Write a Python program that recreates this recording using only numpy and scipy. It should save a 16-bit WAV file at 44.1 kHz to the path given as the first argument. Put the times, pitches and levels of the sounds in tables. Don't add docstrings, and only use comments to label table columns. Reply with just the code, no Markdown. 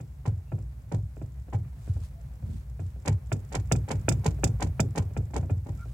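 import sys
import numpy as np
from scipy import signal
from scipy.fft import rfft, irfft
from scipy.io import wavfile
from scipy.ndimage import uniform_filter1d

SR = 44100
rng = np.random.default_rng(int(sys.argv[2]) if len(sys.argv) > 2 else 0)


def generate_wav(sig):
    pcm = np.round(np.clip(np.atleast_2d(sig).T, -1, 1) * 32767).astype(np.int16)
    wavfile.write(sys.argv[1], SR, pcm)


N = 261513
T = np.arange(N) / SR
FFT_SIZE = 16384
HZ = np.maximum(np.arange(FFT_SIZE // 2 + 1) * SR / FFT_SIZE, 1)

# frequency_hz, correlation
COHERENCE = [(90, 1), (170, 1), (260, 0.41), (650, 0.8), (1000, 0.087), (3000, -0.11), (12000, 0.75)]
# time_s, load_db
SHAFT_LOAD = [(0.0, -68), (1.02, -68.5), (1.52, -68), (1.93, -65.5), (2.94, -67.5), (4.14, -59),
              (5.63, -66.5), (5.76, -62.5), (5.93, -67)]
# frequency_hz, level_db
CABIN_RUMBLE = [(20, -31), (32, -23), (45, -42.5), (54, 12.5), (62, 14), (73, 2.5), (100, 0.5), (140, 2),
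                (190, -29.5), (300, -54)]
FLOOR_SHUDDER = [(60, -30.5), (100, 6.5), (130, 3), (180, -21), (260, -12.5), (420, -42.5)]
AIR_HISS = [(1000, 19.5), (2500, -10), (4000, 7), (5500, 3), (7500, 6), (10000, -28), (15300, -22)]
SHAFT_GROAN = [(100, -13), (190, 14.5), (280, -4), (450, -2.5), (750, -5.5), (1200, -10), (2300, -14),
               (3300, -25.5), (6000, -32)]
BUSH_RUB = [(1200, 2.5), (2400, 0), (3500, -0.5), (5500, -2), (7800, -1), (9500, -4), (15000, -18)]
TRIM_SPECTRUM = [(120, -15), (170, 1), (205, 8.5), (250, -1), (320, -12.5), (900, -52)]
# time_s, level_db
TRIM_ENVELOPE = [(2.40, -69), (2.46, -49), (2.50, -42.5), (2.56, -45), (2.66, -82)]
# crest_s, half_length_s, level_db
BUSH_SCRAPES = [(1.903, 0.12, -68), (2.046, 0.031, -61.5), (2.553, 0.073, -66), (2.87, 0.081, -74),
                (5.92, 0.13, -69.5)]
# crest_s, half_length_s, pitch_hz, level_db
LINKAGE_SQUEAKS = [(0.495, 0.032, 2720, -71), (2.191, 0.026, 680, -57.5), (5.802, 0.018, 1366, -55),
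                   (5.808, 0.02, 2340, -65), (5.83, 0.016, 1396, -46.5)]

# frequency_hz, gain_db
PANEL_RESPONSE = [(20, -23), (33, 2), (48, 1.5), (75, 10.5), (115, -14), (145, 13), (180, 1), (240, 3.5),
                  (440, -6), (750, -17), (1300, -33.5), (3000, -54)]
# pitch_hz, level_db, t60_s
CASING_MODES = [(435.6, -12, 0.16), (813, -10, 0.086), (908, -12, 0.075), (1019, -8, 0.085)]
# frequency_hz, width_hz, level_db
JOINT_RESONANCES = [(3540, 210, 9.5), (4330, 130, -16), (4870, 170, -5), (5070, 180, -22), (5400, 110, -2),
                    (5950, 280, -9), (6800, 240, 10.5), (6800, 96, -12), (6900, 170, 8), (8000, 240, -25),
                    (7290, 150, 13.5), (7960, 660, 9.5)]
BOX_FORWARD_RESONANCES = [(239, 8.9, 12.5), (342, 8.5, 7.5), (418, 84, 5.5), (517, 20, 7), (658, 173, 5.5),
                          (770, 23, -27), (1355, 120, -3.5), (1770, 23, -42), (1810, 42, -22),
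                          (2460, 230, -6.5), (2950, 20, -42)]
BOX_BACK_RESONANCES = [(294, 39, 10.5), (417, 35, 7), (482, 38, 7.5), (796, 123, 8.5), (990, 70, -19),
                       (950, 23, 4), (1260, 48, -32), (1870, 60, -3.5), (2270, 160, -5), (2500, 33, -66)]
# frequency_hz, level_db
JOINT_FORWARD_BED = [(2800, -6), (4000, -20), (5000, 0.5), (6500, -6.5), (8200, 3), (8900, -21),
                     (11000, -11.5), (13000, -19), (15500, -18)]
JOINT_BACK_BED = [(2800, 4), (4200, 8), (6000, 5.5), (7500, 10.5), (9000, 2.5), (11000, -5.5), (13000, -10),
                  (15500, -43)]
BOX_FORWARD_BED = [(150, -4), (300, -6), (480, -33.5), (800, -1), (1000, -14), (1200, -32), (1500, -11),
                   (2500, -19.5), (3400, -18)]
BOX_BACK_BED = [(150, -8), (300, -2), (560, 2.5), (1000, -25), (1450, -8), (2200, -26), (3400, -11)]
# frequency_hz, left_minus_right_db
JOINT_BALANCE = [(2500, 13.5), (4300, -6), (5200, -8), (6300, -14.5), (7200, -11), (8200, -6), (9200, -3.5),
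                 (14000, 0)]
BOX_BALANCE = [(200, -1), (700, 0), (1100, 0), (1450, -5), (1850, 0), (2400, -6), (3200, -4)]

# start_s, level_db
TOOTH_NUDGES = [(1.483, -40.5), (2.961, -43.5), (4.386, -37.5), (5.107, -41), (5.304, -41), (5.429, -32.5)]
# start_s, gear_db, hardness_db, joint_db, bounce_after_s, bounce_loss_db,
# floor_lag_s, floor_db, floor_pitch_hz, rebound_every_s, rebound_loss_db
FORWARD_SLAMS = [(0.002, -38.5, 0.5, -41, 0.021, 19, 0.017, -32.5, 134, 0.038, 22),
                 (0.519, -27.5, -37, -52, 0.064, 12, 0.026, -20.5, 114.5, 0.061, 10),
                 (1.168, -38, -23, -50.5, 0.047, -4, 0.073, -27.5, 115, 0.05, 16),
                 (1.876, -38, -19, -48, 0.089, 2, 0.03, -18, 101.7, 0.06, 5.5),
                 (2.425, -41, -22, -57, 0.06, 7, 0.02, -25, 102, 0.06, 3.5),
                 (2.794, -34.5, -6, -45, 0.018, 14, 0.0153, -26.5, 102.7, 0.032, 0.5),
                 (3.318, -22.5, 5.5, -20, 0.04, 27.5, 0.015, -19.5, 116, 0.05, 8.5),
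                 (3.715, -17, 4, -12.5, 0.038, 17.5, 0.018, -18, 124, 0.048, 3.5),
                 (4.083, -17, 4.5, -11, 0.032, 12.5, 0.017, -18, 124, 0.049, 2),
                 (4.435, -17.5, 3.5, -11, 0.032, 18, 0.01764, -18.5, 123, 0.048, 2),
                 (4.796, -18, 4.5, -14, 0.024, 33, 0.017, -19.5, 124.5, 0.05, 3),
                 (5.166, -25.5, 0.5, -31, 0.024, 43, 0.027, -19.5, 106.8, 0.045, 6.5),
                 (5.497, -29, -5, -42, 0.007, 3.5, 0.03, -16, 102.7, 0.055, 6.5),
                 (5.856, -41.5, -11, -58, 0.021, 24, 0.0197, -36, 110, 0.05, 12)]
# start_s, touch_db, slide_s, seating_db, hardness_db, joint_db,
# floor_lag_s, floor_db, floor_pitch_hz, rebound_every_s, rebound_loss_db
BACK_SEATINGS = [(0.255, -30, 0.018, -33.5, 0, -43, 0.015, -17, 111.3, 0.046, 5),
                 (0.916, -26, 0.024, -28.5, -10, -42, 0.0092, -18.5, 115.6, 0.047, 4),
                 (1.527, -28, 0.015, -29.5, -5.5, -47, 0.016, -17, 111.6, 0.056, 9),
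                 (3.053, -33.5, 0.02, -22, 6, -22.5, 0.022, -19.5, 105.6, 0.029, -1),
                 (3.519, -37, 0.026, -25.5, 9.5, -22.5, 0.049, -20, 113.2, 0.063, 13),
                 (3.88, -32, 0.025, -21, 3, -24.5, 0.053, -21, 109.7, 0.04, 10),
                 (4.239, -32.5, 0.018, -19.5, 0.5, -21, 0.031, -19, 103, 0.062, 11),
                 (4.6, -33.5, 0.019, -21.5, 4.5, -23.5, 0.024, -21.5, 103, 0.0335, 2.5),
                 (4.953, -29.5, 0.02, -20, 0.5, -24.5, 0.033, -19.5, 106.4, 0.06, 5),
                 (5.336, -30, 0.023, -21, -2, -29, 0.042, -21.5, 109.6, 0.033, 3.5),
                 (5.661, -36, 0.026, -33, -22, -48.5, 0.023, -23.5, 98, 0.039, 5.5)]


def from_db(db):
    return 10 ** (np.asarray(db) / 20)


def over_time(points):
    return np.interp(T, *np.transpose(points))


def over_hz(points):
    hz, value = np.transpose(points)
    return np.interp(np.log(HZ), np.log(hz), value)


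def drift(size, rate_hz):
    count = int(size * rate_hz / SR) + 2
    return np.interp(np.arange(size) * rate_hz / SR, np.arange(count), rng.standard_normal(count))


def add(track, start_s, sound):
    i = max(round(start_s * SR), 0)
    track[..., i:i + sound.shape[-1]] += sound[..., :max(N - i, 0)]


def filtered(x, response):
    return signal.oaconvolve(np.atleast_2d(x), np.atleast_2d(response), axes=1)[:, :N]


def colour(x, gain):
    half = FFT_SIZE // 2
    cepstrum = irfft(np.log(gain / np.sqrt(np.mean(gain ** 2)) + 1e-5))
    cepstrum[..., 1:half] *= 2
    cepstrum[..., half + 1:] = 0
    return filtered(x, irfft(np.exp(rfft(cepstrum)))[..., :half])


def spread(pair):
    alike = np.clip(over_hz(COHERENCE), -.99, .995)
    mid, side = colour(pair, np.sqrt([1 + alike, 1 - alike]))
    return np.array([mid + side, mid - side]) / np.sqrt(2)


def noise(spectrum):
    return colour(spread(rng.standard_normal((2, N))), from_db(over_hz(spectrum)))


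def under_load(light_db, db_per_db=1):
    light_load_db = -66
    return from_db(light_db + db_per_db * (over_time(SHAFT_LOAD) - light_load_db))


def cabin_background():
    rumble = under_load(-39, db_per_db=0.89) * noise(CABIN_RUMBLE)
    shudder = under_load(-51.5, db_per_db=0.57) * noise(FLOOR_SHUDDER)
    return rumble + shudder + from_db(-76) * noise(AIR_HISS)


def shaft_friction():
    unevenness = from_db(2 * drift(N, rate_hz=60))
    grit = from_db(4 * drift(N, rate_hz=700))
    groan = under_load(-59) * unevenness * noise(SHAFT_GROAN)
    scrapes = sum(from_db(db) * np.exp(-((T - s) / half_s) ** 2) for s, half_s, db in BUSH_SCRAPES)
    rub = (from_db(-77) + scrapes) * grit * noise(BUSH_RUB)
    return groan + rub


def trim_creak():
    db = over_time(TRIM_ENVELOPE)
    return from_db(db) * (db > db[0]) * noise(TRIM_SPECTRUM)


def linkage_squeaks(waver=0.039):
    out, t = np.zeros(N), T[:SR // 5] - .1
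    for crest_s, half_s, hz, db in LINKAGE_SQUEAKS:
        pitch_hz = hz * (1 + waver * drift(len(t), rate_hz=450))
        envelope = from_db(db) * np.exp(-(t / half_s) ** 2)
        add(out, crest_s + t[0], envelope * np.sin(2 * np.pi * np.cumsum(pitch_hz) / SR))
    return out


def gear_contacts(nudge_t60=0.03, slam_t60=0.032, touch_t60=0.075, seating_t60=0.059):
    rows = [(s, db, -26, nudge_t60, db - 26, 0) for s, db in TOOTH_NUDGES]
    for s, db, hardness_db, joint_db, bounce_s, loss_db, *_ in FORWARD_SLAMS:
        rows.append((s, db, hardness_db, slam_t60, joint_db, 0))
        edge_db = hardness_db + 2
        rows.append((s + bounce_s, db - loss_db, edge_db, slam_t60, joint_db - 0.88 * loss_db, 0))
    for s, touch_db, slide_s, seating_db, hardness_db, joint_db, *_ in BACK_SEATINGS:
        touch = (0, touch_db, touch_t60)
        seat = (slide_s, seating_db, seating_t60)
        settle = (slide_s + 0.045, seating_db - 21, touch_t60)
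        for after_s, db, t60 in (touch, seat, settle):
            rows.append((s + after_s, db, hardness_db, t60, joint_db + db - seating_db, 1))
    return rows


def floor_thumps(rise_s=0.01286, sag=0.2, rebound_pitch_ratio=0.96, cabin_hz=59):
    pan, age = np.zeros(N), T[:SR // 6] / rise_s
    envelope = (age * np.exp(1 - age)) ** 1.34
    phase_per_hz = 2 * np.pi * np.cumsum(1 + sag * (np.exp(1 - age) - 1)) / SR
    knocks = [(s, *row[-5:]) for s, *row in FORWARD_SLAMS]
    knocks += [(s + slide_s, *row[-5:]) for s, _, slide_s, *row in BACK_SEATINGS]
    for s, lag_s, db, hz, rebound_s, loss_db in knocks:
        for k in range(3):
            crest_s = s + lag_s + k * rebound_s
            swing = np.sin(hz * rebound_pitch_ratio ** k * phase_per_hz)
            add(pan, crest_s - rise_s, from_db(db - k * loss_db) * envelope * swing)
    boom = signal.lfilter(*signal.iirpeak(cabin_hz, Q=9, fs=SR), pan)
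    return from_db(-0.5) * pan + from_db(-9) * boom


def mount_thuds():
    out, t = np.zeros(N), T[:SR // 16]

    def swing(rise_s, pitch_hz, level_db):
        envelope = (t / rise_s * np.exp(1 - t / rise_s)) ** 2
        return -from_db(level_db) * envelope * np.sin(2 * np.pi * pitch_hz * t)

    forward = swing(rise_s=0.0031, pitch_hz=255, level_db=-6)
    backward = swing(rise_s=0.0069, pitch_hz=275, level_db=-13)
    for s, db, *_, back in gear_contacts():
        add(out, s, from_db(db) * (backward if back else forward))
    return out


def casing_ring(vary_db=3.5):
    out, t = np.zeros(N), T[:SR // 5]
    modes = np.array([(-1) ** k * from_db(db - 60 * t / t60) * np.sin(2 * np.pi * hz * t)
                      for k, (hz, db, t60) in enumerate(CASING_MODES)])
    for s, db, hardness_db, *_, back in gear_contacts():
        ring = from_db(vary_db * rng.standard_normal(len(modes))) @ modes
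        softness_db = 1.1 * min(hardness_db, 0)
        add(out, s, back * from_db(db - 6.5 + softness_db) * ring)
    return out


def steel_response(resonances, bed, balance, bed_db, low_hz, high_hz):
    top_db = max(db for _, _, db in resonances)
    power = from_db(over_hz(bed) + bed_db) ** 2
    for hz, width_hz, db in resonances:
        damped_width_hz = max(width_hz, min(hz / 25, 130))
        power += from_db(db - top_db) ** 2 / (1 + (2 * (HZ - hz) / damped_width_hz) ** 2)
    band_loss = (1 + (low_hz / HZ) ** 8) * (1 + (HZ / high_hz) ** 20)
    return np.sqrt(power / band_loss) * from_db(over_hz(balance) * [[.5], [-.5]])


def scattered_blow(t60, path, fresh_share, tail_db, tail_t60, rise_s, chatter_db):
    t = T[:path.shape[1]]
    grain = np.sqrt(1 - fresh_share) * path + np.sqrt(fresh_share) * rng.standard_normal(path.shape)
    chatter = from_db(chatter_db * drift(len(t), rate_hz=500))
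    seating = 1 - np.exp(-t / rise_s)
    cabin_tail = from_db(tail_db - 60 * t / tail_t60)
    envelope = seating * (from_db(-60 * t / t60) + cabin_tail)
    spectrum = rfft(grain * chatter * envelope, FFT_SIZE)
    power = uniform_filter1d(np.abs(spectrum) ** 2, size=160, axis=1)
    return irfft(spectrum * np.sqrt(np.sum(envelope ** 2) / power))[:, :len(t)]


def loose_ticks(per_s, level_db, t60):
    touches = rng.random(N) < per_s / SR
    strength = under_load(level_db) * from_db(rng.uniform(-12, 0, N))
    t = T[:SR // 10]
    tick = rng.standard_normal((2, len(t))) * from_db(-60 * t / t60)
    return filtered(touches * strength, tick)


def joint_snaps(forward_lag_s=0.0065, back_lag_s=0.0052, forward_t60=0.03, back_t60=0.031):
    rows = []
    for s, *_, joint_db, back in gear_contacts():
        if back:
            rattle_s = 0.016 * rng.uniform(.7, 1.3)
            rows.append((s + back_lag_s, joint_db, back_t60, 1))
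            rows.append((s + back_lag_s + rattle_s, joint_db - 19, back_t60, 1))
        else:
            rows.append((s + forward_lag_s, joint_db, forward_t60, 0))
    return rows


def joint_clacks():
    blows = np.zeros((2, 2, N))
    paths = rng.standard_normal((2, 2, SR // 5))
    crack = np.array([[.3], [1.5]]) * np.exp(-T[:SR // 5] / 0.00032)
    for s, db, t60, back in joint_snaps():
        if back:
            blow = scattered_blow(t60, paths[1], fresh_share=0.31, tail_db=-11.5, tail_t60=0.078,
                                  rise_s=0.00062, chatter_db=5.5) * (1 + 0.97 * crack)
        else:
            seating_s = .00015 if db > -20 else .0018
            blow = scattered_blow(t60, paths[0], fresh_share=0.13, tail_db=-28, tail_t60=0.16,
                                  rise_s=seating_s, chatter_db=0.5) * (1 + crack)
        add(blows[back], s, from_db(db) * blow)
    blows[0] += loose_ticks(per_s=23, level_db=-50, t60=.03)
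    forward = steel_response(JOINT_RESONANCES, JOINT_FORWARD_BED, JOINT_BALANCE,
                             bed_db=-4.5, low_hz=2300, high_hz=16800)
    backward = steel_response(JOINT_RESONANCES, JOINT_BACK_BED, JOINT_BALANCE,
                              bed_db=6, low_hz=2200, high_hz=17000)
    return from_db(-8.5) * colour(blows[0], forward) + from_db(-7) * colour(blows[1], backward)


def gear_clunks():
    blows, panel_drive = np.zeros((2, 2, N)), np.zeros((2, N))
    paths = rng.standard_normal((2, 2, SR // 3))
    lowpass = signal.butter(1, 1000, fs=SR)
    for s, db, hardness_db, t60, _, back in gear_contacts():
        blow = scattered_blow(t60, paths[back], fresh_share=0.55, tail_db=-26, tail_t60=0.17,
                              rise_s=.0025 if back else .0008, chatter_db=-4.5)
        blow[0, 0] -= 3 if back else 6
        dull = signal.lfilter(*lowpass, blow)
        treble = from_db(hardness_db + 0.16 * (db + 33)) * (blow - dull)
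        add(blows[back], s, from_db(db) * (dull + treble))
        boom = scattered_blow(0.22, paths[back], fresh_share=0.72, tail_db=-19.5, tail_t60=0.46,
                              rise_s=0.0013, chatter_db=-1)
        add(panel_drive, s, from_db(db) * boom)
    blows[0] += signal.lfilter(*lowpass, loose_ticks(per_s=5.1, level_db=-53.5, t60=0.034))
    forward = steel_response(BOX_FORWARD_RESONANCES, BOX_FORWARD_BED, BOX_BALANCE,
                             bed_db=-7.5, low_hz=199, high_hz=2800)
    backward = steel_response(BOX_BACK_RESONANCES, BOX_BACK_BED, BOX_BALANCE,
                              bed_db=-7.5, low_hz=202, high_hz=2980)
    box = from_db(-4) * colour(spread(blows[0]), forward)
    box += from_db(-3) * colour(spread(blows[1]), backward)
    panels = colour(spread(panel_drive), from_db(over_hz(PANEL_RESPONSE)))
    return box + from_db(-5.5) * panels


def scene():
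    knocks = gear_clunks() + casing_ring() + mount_thuds() + joint_clacks() + floor_thumps()
    return knocks + shaft_friction() + cabin_background() + trim_creak() + linkage_squeaks()


def record(dry):
    cutoff_hz = 15900
    return signal.sosfilt(signal.ellip(10, .1, 80, cutoff_hz, fs=SR, output="sos"), dry)


dry = scene()
out = record(dry)
generate_wav(out)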